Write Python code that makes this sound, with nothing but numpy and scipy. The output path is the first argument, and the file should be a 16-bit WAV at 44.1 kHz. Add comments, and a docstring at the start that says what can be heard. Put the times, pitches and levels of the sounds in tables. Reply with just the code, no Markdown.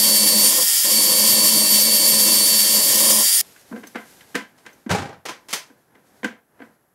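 """A drill whines close to the microphone, spinning a wire wheel against pliers clamped in a workshop vice.
The motor sags once per turn of the lopsided wheel, its fan sings, and the bristles hiss and drum on the
handles. The drill's sound cuts off abruptly. Fingers then slide over the pliers and the joint ticks,
while wooden knocks, metal clacks and a heavy thud carry from across the room."""
import sys
import numpy as np
from scipy import signal
from scipy.fft import rfft, irfft, next_fast_len
from scipy.io import wavfile
from scipy.ndimage import map_coordinates

SR = 44100
rng = np.random.default_rng(int(sys.argv[2]) if len(sys.argv) > 2 else 0)


def inscribe(sig):
    """Save sig as 16-bit PCM at rate SR to the path in sys.argv[1].

    A 1-D sig is mono; a 2-D sig holds one channel per row.
    Samples are clipped to [-1, 1] before scaling.
    """
    pcm = np.round(np.clip(np.atleast_2d(sig).T, -1, 1) * 32767)
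    wavfile.write(sys.argv[1], SR, pcm.astype(np.int16))


N = 306054

# Levels in the tables are relative.
# spectra of the room tone, the microphone's own hiss and skin on steel: f/Hz, level/dB
ROOM_TONE_SPECTRUM = [(25, -29), (60, -14.5), (130, -5.5), (200, -4.5), (500, -6.5), (800, -8.5),
                      (1200, -13.5), (1650, -11), (2500, -25), (4000, -32.5), (8000, -62.5)]
MIC_SPECTRUM = [(1000, -6.5), (4000, -12), (9500, -7.5), (11800, 2.5), (13500, -12.5), (15800, -8)]
SKIN_SPECTRUM = [(1180, -32), (2000, -6), (3060, -7), (4630, -6), (5690, -6), (9570, -8), (11900, -4.5),
                 (15800, -22.5)]
# the workshop's reverberation: f/Hz, t60/s
ROOM_DECAY = [(100, 0.35), (260, 0.15), (700, 0.29), (1800, 0.26), (5000, 0.24), (13000, 0.2)]
# fingers sliding on the pliers, close up: t/s, level/dB
FINGER_SLIDES = [(3.45, -51.5), (3.85, -57.5), (4.15, -53.5), (4.3, -55.5), (4.48, -68.5), (4.72, -62.5),
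                 (5.25, -74.5), (5.6, -63), (5.9, -75), (6.17, -64.5), (6.45, -88.5), (6.65, -64.5),
                 (6.9, -87.5)]
# ticks of the pliers' joint: t/s, level/dB
JOINT_TICKS = [(3.87, -34), (4.73, -48)]
# ring of the joint: f/Hz, level/dB, t60/s
JOINT_MODES = [(6250, -2, 0.049), (11950, -12, 0.033), (14950, -14.5, .03)]
# metal clacks across the room: t/s, level/dB, added treble/dB
METAL_CLACKS = [(4.578, -54, 1), (5.253, -27, -2), (5.285, -26, -6), (5.309, -49, -14), (5.485, -40, 7.5),
                (5.504, -41.5, 13), (5.528, -24.5, 10.5)]
# knocks across the room: t/s, level/dB, boom/dB, crack/dB, lead of the first touch/s
WOOD_KNOCKS = [(3.561, -53.5, -3, 9, 0.0049), (3.724, -34.5, 17.5, -31, 0.012),
               (3.76, -30.5, 7.5, -17, 0.0087), (3.834, -32.5, 2, -10, 0.0054),
               (3.955, -15.5, -8.5, -20, 0.0079), (4.207, -48, -5, 6, 0.011), (4.352, -18, 4, 1.5, 0.0074),
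               (4.662, -31, -17, -5.5, 0.01), (4.862, -39.5, 17.5, -11, 0), (5.699, -44.5, 3, -32, 0.0033),
               (5.951, -43, 2, -14, 0.0055), (6.243, -16, 0.5, -7.5, 0.012), (6.6, -35.5, 2, -29, 0.0093),
               (6.618, -30, -3, -34, 0.0014)]
# spectra of a clack, the thud and a knock: f/Hz, level/dB
CLACK_SPECTRUM = [(70, -31), (150, -5), (330, 2), (1000, -3), (2000, 0), (3200, -7), (6000, -6),
                  (9000, -13.5), (12000, -14.5), (13500, -26), (15800, -23)]
THUD_SPECTRUM = [(30, -25), (60, -31), (88, 1.5), (115, -6.5), (160, -1.5), (270, -6.5), (450, -1.5),
                 (750, -7.5), (1230, -5.5), (2060, -10.5), (3500, -13.5), (7000, -18.5), (11800, -29),
                 (15800, -42)]
KNOCK_SPECTRUM = [(53, -55), (90, -25), (145, -27), (218, 0.5), (400, -11.5), (497, -3.5), (566, -15.5),
                  (992, -12), (1230, -11.5), (1530, -9), (2110, -12), (4130, -27.5), (7100, -31),
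                  (15800, -44)]
# resonances of struck metal, boards, wood and the clamped handles: f/Hz, width/Hz, level/dB
METAL_MODES = [(1017, 17, 3.5), (2210, 46, -14), (3180, 110, -5), (5000, 42, -10), (6060, 83, -11),
               (8240, 28, -6), (9000, 88, -5), (10700, 76, -15), (11700, 170, -9)]
BOARD_MODES = [(195, 140, 3.5), (437, 51, -12), (650, 23, 1), (810, 64, 4.5), (1310, 25, -11),
               (1560, 26, 1.5), (1900, 140, -7), (2310, 46, -3)]
WOOD_MODES = [(234, 210, -2), (490, 12, -3), (687, 64, 2.5), (1007, 18, 6.5), (1580, 84, 3),
              (2050, 110, -1.5), (3110, 110, -5.5)]
HANDLE_MODES = [(143, 42, -20.5), (213.8, 12, -2.5), (314, 36, -10.5), (347.7, 20, -18.5), (507, 10, -4),
                (545.8, 20, -6.5), (606.6, 16, -6.5), (855, 99, -21), (1020, 86, -12), (1104, 50, -16.5)]
# the fan's octave sings out as the pressure eases: t/s, half length/s, boost/dB
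OCTAVE_SWELLS = [(0.475, 0.036, 9.5), (3.084, 0.095, 6), (3.365, 0.037, 10)]
# rush of bristles, fan and gears: f/Hz, level/dB
HISS_SPECTRUM = [(200, -36.5), (600, -16.5), (1400, -17.5), (2000, -6), (2600, -11.5), (3150, -1),
                 (4150, -8), (5300, 2.5), (6100, -2), (7200, 2), (9200, 0), (12150, 2.5), (12900, -4),
                 (15800, -5.5)]
# how hard the wheel bears on the handles, slipping off at 0.7 s and lifting at 3.2 s: t/s, drumming/dB
WHEEL_CONTACT = [(0, -30), (0.45, -29), (0.62, -33), (0.69, -54.5), (0.82, -59.5), (0.85, -33), (1.2, -29),
                 (1.33, -27.5), (1.8, -31), (2.9, -31.5), (3.08, -28.5), (3.21, -26), (3.28, -46.5),
                 (3.41, -57)]
# motor shaft speed before the wheel's drag: t/s, speed/Hz
MOTOR_SPEED = [(0, 455.3), (0.1, 453.9), (0.38, 452.5), (0.5, 457.1), (0.6, 460.7), (0.83, 460.2),
               (0.97, 454.4), (1.25, 455.2), (1.42, 453.4), (1.8, 454.0), (2.25, 453.4), (2.7, 454.7),
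               (3.0, 456.7), (3.17, 460.8), (3.41, 460.6)]
# motor whine: shaft multiple (rounded when played), level under load/dB, level running free/dB
WHINE_HARMONICS = [(1, -51.5, -56), (3, -63, -48.5), (4, -43, -40), (5, -41, -57), (6, -38.5, -48),
                   (7, -40.5, -57.5), (9, -36.5, -51.5), (11, -40.5, -42), (15, -35, -31), (16, -43, -38),
                   (17, -38, -49.5), (18, -47.5, -35.5), (19.06, -23.5, -35.5), (22, -23.5, -32.5),
                   (23.1, -41.5, -30), (24, -37.5, -39), (25, -42, -35.5), (26, -24, -32), (27, -27, -37),
                   (28, -34.5, -39), (29, -31.5, -41.5), (30, -29.5, -31), (32, -35, -33.5),
                   (34, -46, -34.5)]

CUTOFF_S = 3.413  # the drill's sound cuts off
IDLE_HZ, LOADED_HZ = 461, 454  # shaft speed running free and under full load
WHEEL_RATIO, PINION_RATIO = 58.76, 5  # motor turns for one turn of each
FAN_BLADES = 10
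THUD_S, SETTLE_S = 4.911, 0.009  # the heavy landing; gap between the touches ahead of it


def amp(db):
    """Decibels to gain."""
    return 10 ** (np.asarray(db) / 20)


def unit(x):
    """Scale to rms 1."""
    return x / np.sqrt(np.mean(x ** 2) + 1e-20)


def along(points, hz):
    """Interpolate (Hz, value) points on a log frequency axis."""
    f, values = np.transpose(points)
    return np.interp(np.log(hz + 1), np.log(f + 1), values)


def curve(points):
    """Interpolate (s, value) points to one value per sample."""
    return np.interp(np.arange(N) / SR, *np.transpose(points))


def wobble(rate):
    """A smooth random curve, rate knots a second."""
    knots = rng.standard_normal(int(N * rate / SR) + 4)
    coarse = np.arange(0, N, 16)
    return np.interp(np.arange(N), coarse, map_coordinates(knots, [coarse * rate / SR]))


def filtered(x, order, hz, kind):
    """x through a Butterworth filter."""
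    return signal.sosfilt(signal.butter(order, hz, kind, fs=SR, output="sos"), x)


def coloured(x, gain):
    """x through the causal filter with this gain over frequency, keeping the power of white noise."""
    size = 8192
    magnitude = np.maximum(unit(gain(np.fft.rfftfreq(size, 1 / SR))), 1e-6)
    cepstrum = irfft(np.log(magnitude))[:size // 2]
    cepstrum[1:] *= 2  # minimum phase
    impulse = irfft(np.exp(rfft(cepstrum, size)))
    return signal.fftconvolve(x, impulse)[:len(x)]


def shaped(x, spectrum):
    """x coloured by (Hz, dB) points."""
    return coloured(x, lambda hz: amp(along(spectrum, hz)))


def resonances(modes, hz):
    """Gain of a body with (Hz, width, dB) modes."""
    return np.sqrt(sum(amp(db) ** 2 / (1 + (2 * (hz - f) / width) ** 2) for f, width, db in modes))


def struck_body(x, spectrum, modes, dead):
    """Contact noise x sounding through a body; dead weights the part that misses its resonances."""
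    return coloured(x, lambda hz: amp(along(spectrum, hz)) * (dead + resonances(modes, hz)))


def add(track, s, x):
    """Mix x into track from time s."""
    part = track[round(s * SR):][:len(x)]
    part += x[:len(part)]


def background():
    """Microphone hiss, skin swishing over steel, and a low room tone that swells as the hand moves."""
    skin_db = curve(FINGER_SLIDES)
    murmur_db = -59.5 + 0.32 * (skin_db - skin_db[round(CUTOFF_S * SR):].mean())
    murmur = amp(murmur_db + 1.5 * wobble(14)) * shaped(rng.standard_normal(N), ROOM_TONE_SPECTRUM)
    skin = amp(skin_db + 1.4 * wobble(28)) * shaped(rng.standard_normal(N), SKIN_SPECTRUM)
    mic_hiss = amp(-71) * shaped(rng.standard_normal(N), MIC_SPECTRUM)
    return murmur + skin + mic_hiss


def joint_ticks():
    """Close up, the steel joint of the pliers clicks and rings briefly."""
    out, t = np.zeros(N), np.arange(SR // 8) / SR
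    attack = 1 - np.exp(-t / 0.0011)
    ring = sum(amp(db - 60 * t / t60) * np.sin(2 * np.pi * hz * t) for hz, db, t60 in JOINT_MODES)
    for s, db in JOINT_TICKS:
        click = 0.61 * rng.standard_normal(len(t)) * amp(-60 * t / 0.066)
        add(out, s, amp(db) * (ring + click) * attack)
    return out


def blow(contact_t60, room_db, rise_s):
    """A burst of contact noise and the workshop's answer, which dies sooner in the treble."""
    t = np.arange(SR * 2 // 3) / SR
    hz, frame_s, noise = signal.stft(rng.standard_normal(len(t)), SR, nperseg=256)
    decay = amp(-60 * frame_s / along(ROOM_DECAY, hz)[:, None])
    tail = signal.istft(noise * decay, SR, nperseg=256)[1][:len(t)]
    contact = rng.standard_normal(len(t)) * amp(-60 * t / contact_t60) * (1 - np.exp(-t / rise_s))
    return contact + amp(room_db) * tail * (1 - np.exp(-t / 0.0013))


def clatter(contacts, contact_t60, room_db):
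    """A run of (s, dB, added treble dB) blows on one object."""
    out = np.zeros(N)
    for s, db, treble_db in contacts:
        hit = blow(contact_t60, room_db, rise_s=0.0011)
        treble = filtered(hit, 1, 4000, "high")
        add(out, s, amp(db) * (hit + (amp(treble_db) - 1) * treble))
    return out


def clacks():
    """Across the room, metal meets twice in each clack, the second time a little harder."""
    chatter_s = 0.006
    contacts = [(s + k * chatter_s, db + k * 1.5, treble_db)
                for s, db, treble_db in METAL_CLACKS for k in (0, 1)]
    hits = clatter(contacts, contact_t60=0.041, room_db=-6.5)
    return struck_body(hits, CLACK_SPECTRUM, METAL_MODES, dead=0.52)


def thud():
    """Across the room a heavy thing lands on boards, corners first, then rattles softer and duller."""
    level_db, treble_db, bounce_s = -14, 6, 0.036
    landing = [(THUD_S - k * SETTLE_S, level_db - 3.5 * k, treble_db - 3.5 * k) for k in range(3)]
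    rattle = [(THUD_S + k * bounce_s, level_db - 4 * k, treble_db - 2.3 * k) for k in range(1, 7)]
    hits = clatter(landing + rattle, contact_t60=0.046, room_db=-3.5)
    return struck_body(hits, THUD_SPECTRUM, BOARD_MODES, dead=0.49)


def board_thump(hz=99, t60=0.28):
    """The boards flex in a low, damped swing as the heavy thing's corners touch down."""
    out, t = np.zeros(N), np.arange(SR // 2) / SR
    envelope = amp(-17.5 - 60 * t / t60) * (1 - np.exp(-t / 0.0034))
    swing = envelope * np.sin(2 * np.pi * hz * t)
    add(out, THUD_S - SETTLE_S, filtered(swing, 3, 70, "high"))
    return out


def knocks(touch_db=-8):
    """Blows on wood across the room, each with a light first touch: heavy ones boom, hard ones crack."""
    out = np.zeros(N)
    for s, db, boom_db, crack_db, lead_s in WOOD_KNOCKS:
        for start, force_db in [(s - lead_s, touch_db), (s, 0)]:
            hit = blow(contact_t60=0.041, room_db=-12.5, rise_s=0.0018)
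            wood = struck_body(hit, KNOCK_SPECTRUM, WOOD_MODES, dead=0.5)
            boom = amp(boom_db + 6) * filtered(wood, 2, 420, "low")
            middle = filtered(wood, 2, [420, 3800], "band")
            crack = amp(crack_db + force_db + 20) * filtered(wood, 2, 3800, "high")
            # the middle is inverted so the bands add in phase at the crossovers
            add(out, start, amp(db + force_db - 2.5) * (boom - middle + crack))
    return out


def gears(angle):
    """The same rough teeth come round with every turn of the pinion: a dense comb of faint lines."""
    teeth = rng.standard_normal(round(PINION_RATIO * SR / IDLE_HZ))
    place = angle / (2 * np.pi * PINION_RATIO) % 1 * len(teeth)
    return unit(map_coordinates(teeth, [place], mode="grid-wrap"))


def fan(angle, load, wheel):
    """The cooling fan sings at its blade rate, louder under load, and an octave up; gears make it rasp."""
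    t = np.arange(N) / SR
    tone_db = -32 + 13.5 * load ** 0.96 + 0.37 * load * wheel
    flicker_db = 5.3 * (1 - load) * wobble(35) + 0.9 * wobble(30)
    rasp = 1 + 0.19 * np.sin(2 / PINION_RATIO * angle) + 0.2 * wobble(250)
    tone = amp(tone_db + flicker_db) * rasp * np.sin(FAN_BLADES * angle)
    swell_db = sum(db * np.exp(-((t - s) / half_s) ** 2) for s, half_s, db in OCTAVE_SWELLS)
    octave_db = -24 + load * (-3 + 3 * wobble(25)) + swell_db + 1.5 * wobble(12) + 1.2 * wobble(25)
    octave = amp(octave_db) * np.sin(2 * FAN_BLADES * angle)
    sideband = amp(-34.5 + 4 * wobble(18)) * np.sin((FAN_BLADES + 2 / PINION_RATIO) * angle)
    return tone + octave + sideband


def bristles(rate, spread_db):
    """Wire tips flick the steel at random, rate times a second; spread_db varies their force."""
    hits = rng.random(N) < rate / SR
    return unit(hits * rng.choice([-1, 1], N) * amp(spread_db * rng.standard_normal(N)))


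def hiss(speed, angle):
    """Wire tips, air and gear teeth in one bright rush."""
    rush = bristles(rate=12000, spread_db=0) + rng.standard_normal(N) + 0.7 * gears(angle)
    # part of it comes round again one shaft turn later, so it gathers about the harmonics
    turn_ago = np.clip(np.arange(N) - SR / speed, 0, None)
    rush = unit(rush + 0.22 * map_coordinates(rush, [turn_ago]))
    return amp(1.1 * wobble(45)) * shaped(rush, HISS_SPECTRUM)


def drumming(load, hum_hz=215):
    """Tufts of wire beat on the handles and their steady push keeps them humming; a light touch is thin."""
    taps = filtered(bristles(rate=2500, spread_db=3.5), 3, 115, "high")
    ring = coloured(taps, lambda hz: resonances(HANDLE_MODES, hz) / (1 + (hz / 1800) ** 2))
    hum = np.sqrt(2) * np.sin(2 * np.pi * hum_hz * np.arange(N) / SR + 1.1 * wobble(18))
    full = unit(ring + load * amp(-5.5 + 1.5 * wobble(28)) * hum)
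    thin = filtered(full, 1, 380, "high")
    return amp(1.6 * wobble(25)) * (load * full + (1 - load) * 1.1 * thin)


def motor(angle, load, wheel_turns):
    """Shaft harmonics; the high ones fray most and throb, each at its own point in the wheel's turn."""
    out = np.zeros(N)
    for multiple, loaded_db, free_db in WHINE_HARMONICS:
        high = np.clip((multiple - 12) / 12, 0, 1)
        throb_db = 6.5 * load * high * (np.cos(2 * np.pi * (wheel_turns + rng.random())) - 0.5)
        level_db = free_db + load * (loaded_db - free_db) + throb_db + 2.5 * wobble(28)
        jitter = 0.1 * (1 + high) * wobble(120)
        out += amp(level_db) * np.sin(round(multiple) * angle + jitter + rng.uniform(0, 2 * np.pi))
    return out


def drill(first_drag_s=0.094, drag_hz=2.0):
    """At the microphone: pressing the wheel on the steel slows the motor and makes the bristles drum."""
    t = np.arange(N) / SR
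    speed, drum_db = curve(MOTOR_SPEED), curve(WHEEL_CONTACT)
    load = np.clip((IDLE_HZ - speed) / (IDLE_HZ - LOADED_HZ), 0, 1)
    # the lopsided wheel drags the speed down once a turn, by drag_hz at full load
    wheel_turns = np.cumsum(speed) / SR / WHEEL_RATIO
    wheel = -np.cos(2 * np.pi * (wheel_turns - wheel_turns[round(first_drag_s * SR)]))
    speed = speed + drag_hz * load * wheel + 0.25 * wobble(40)
    angle = 2 * np.pi * np.cumsum(speed) / SR
    whine = amp(0.2) * motor(angle, load, wheel_turns)
    hiss_db = -17.5 + 0.05 * (drum_db - np.median(drum_db)) + 0.33 * wobble(12)
    rush = amp(hiss_db) * hiss(speed, angle)
    drum = amp(drum_db - 0.4 * wheel + 0.7 * wobble(12)) * drumming(load)
    gate = np.where(t < CUTOFF_S, 1, amp(-21 - 60 * np.abs(t - CUTOFF_S) / 0.07))
    return (whine + fan(angle, load, wheel) + rush + drum) * gate


def scene():
    """One microphone by the vice, on both channels: drill and pliers close, the rest across the room."""
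    mono = thud() + clacks() + drill() + knocks() + board_thump() + joint_ticks() + background()
    return np.array([mono, mono])


def record(dry, top_hz=15900):
    """The sound fades out steeply at the band limit, top_hz."""
    size = next_fast_len(N + SR // 2)
    passband = np.clip((top_hz - np.fft.rfftfreq(size, 1 / SR)) / 200, 0, 1) ** 2
    return irfft(rfft(dry, size) * passband, size)[:, :N]


dry = scene()
out = record(dry)
inscribe(out)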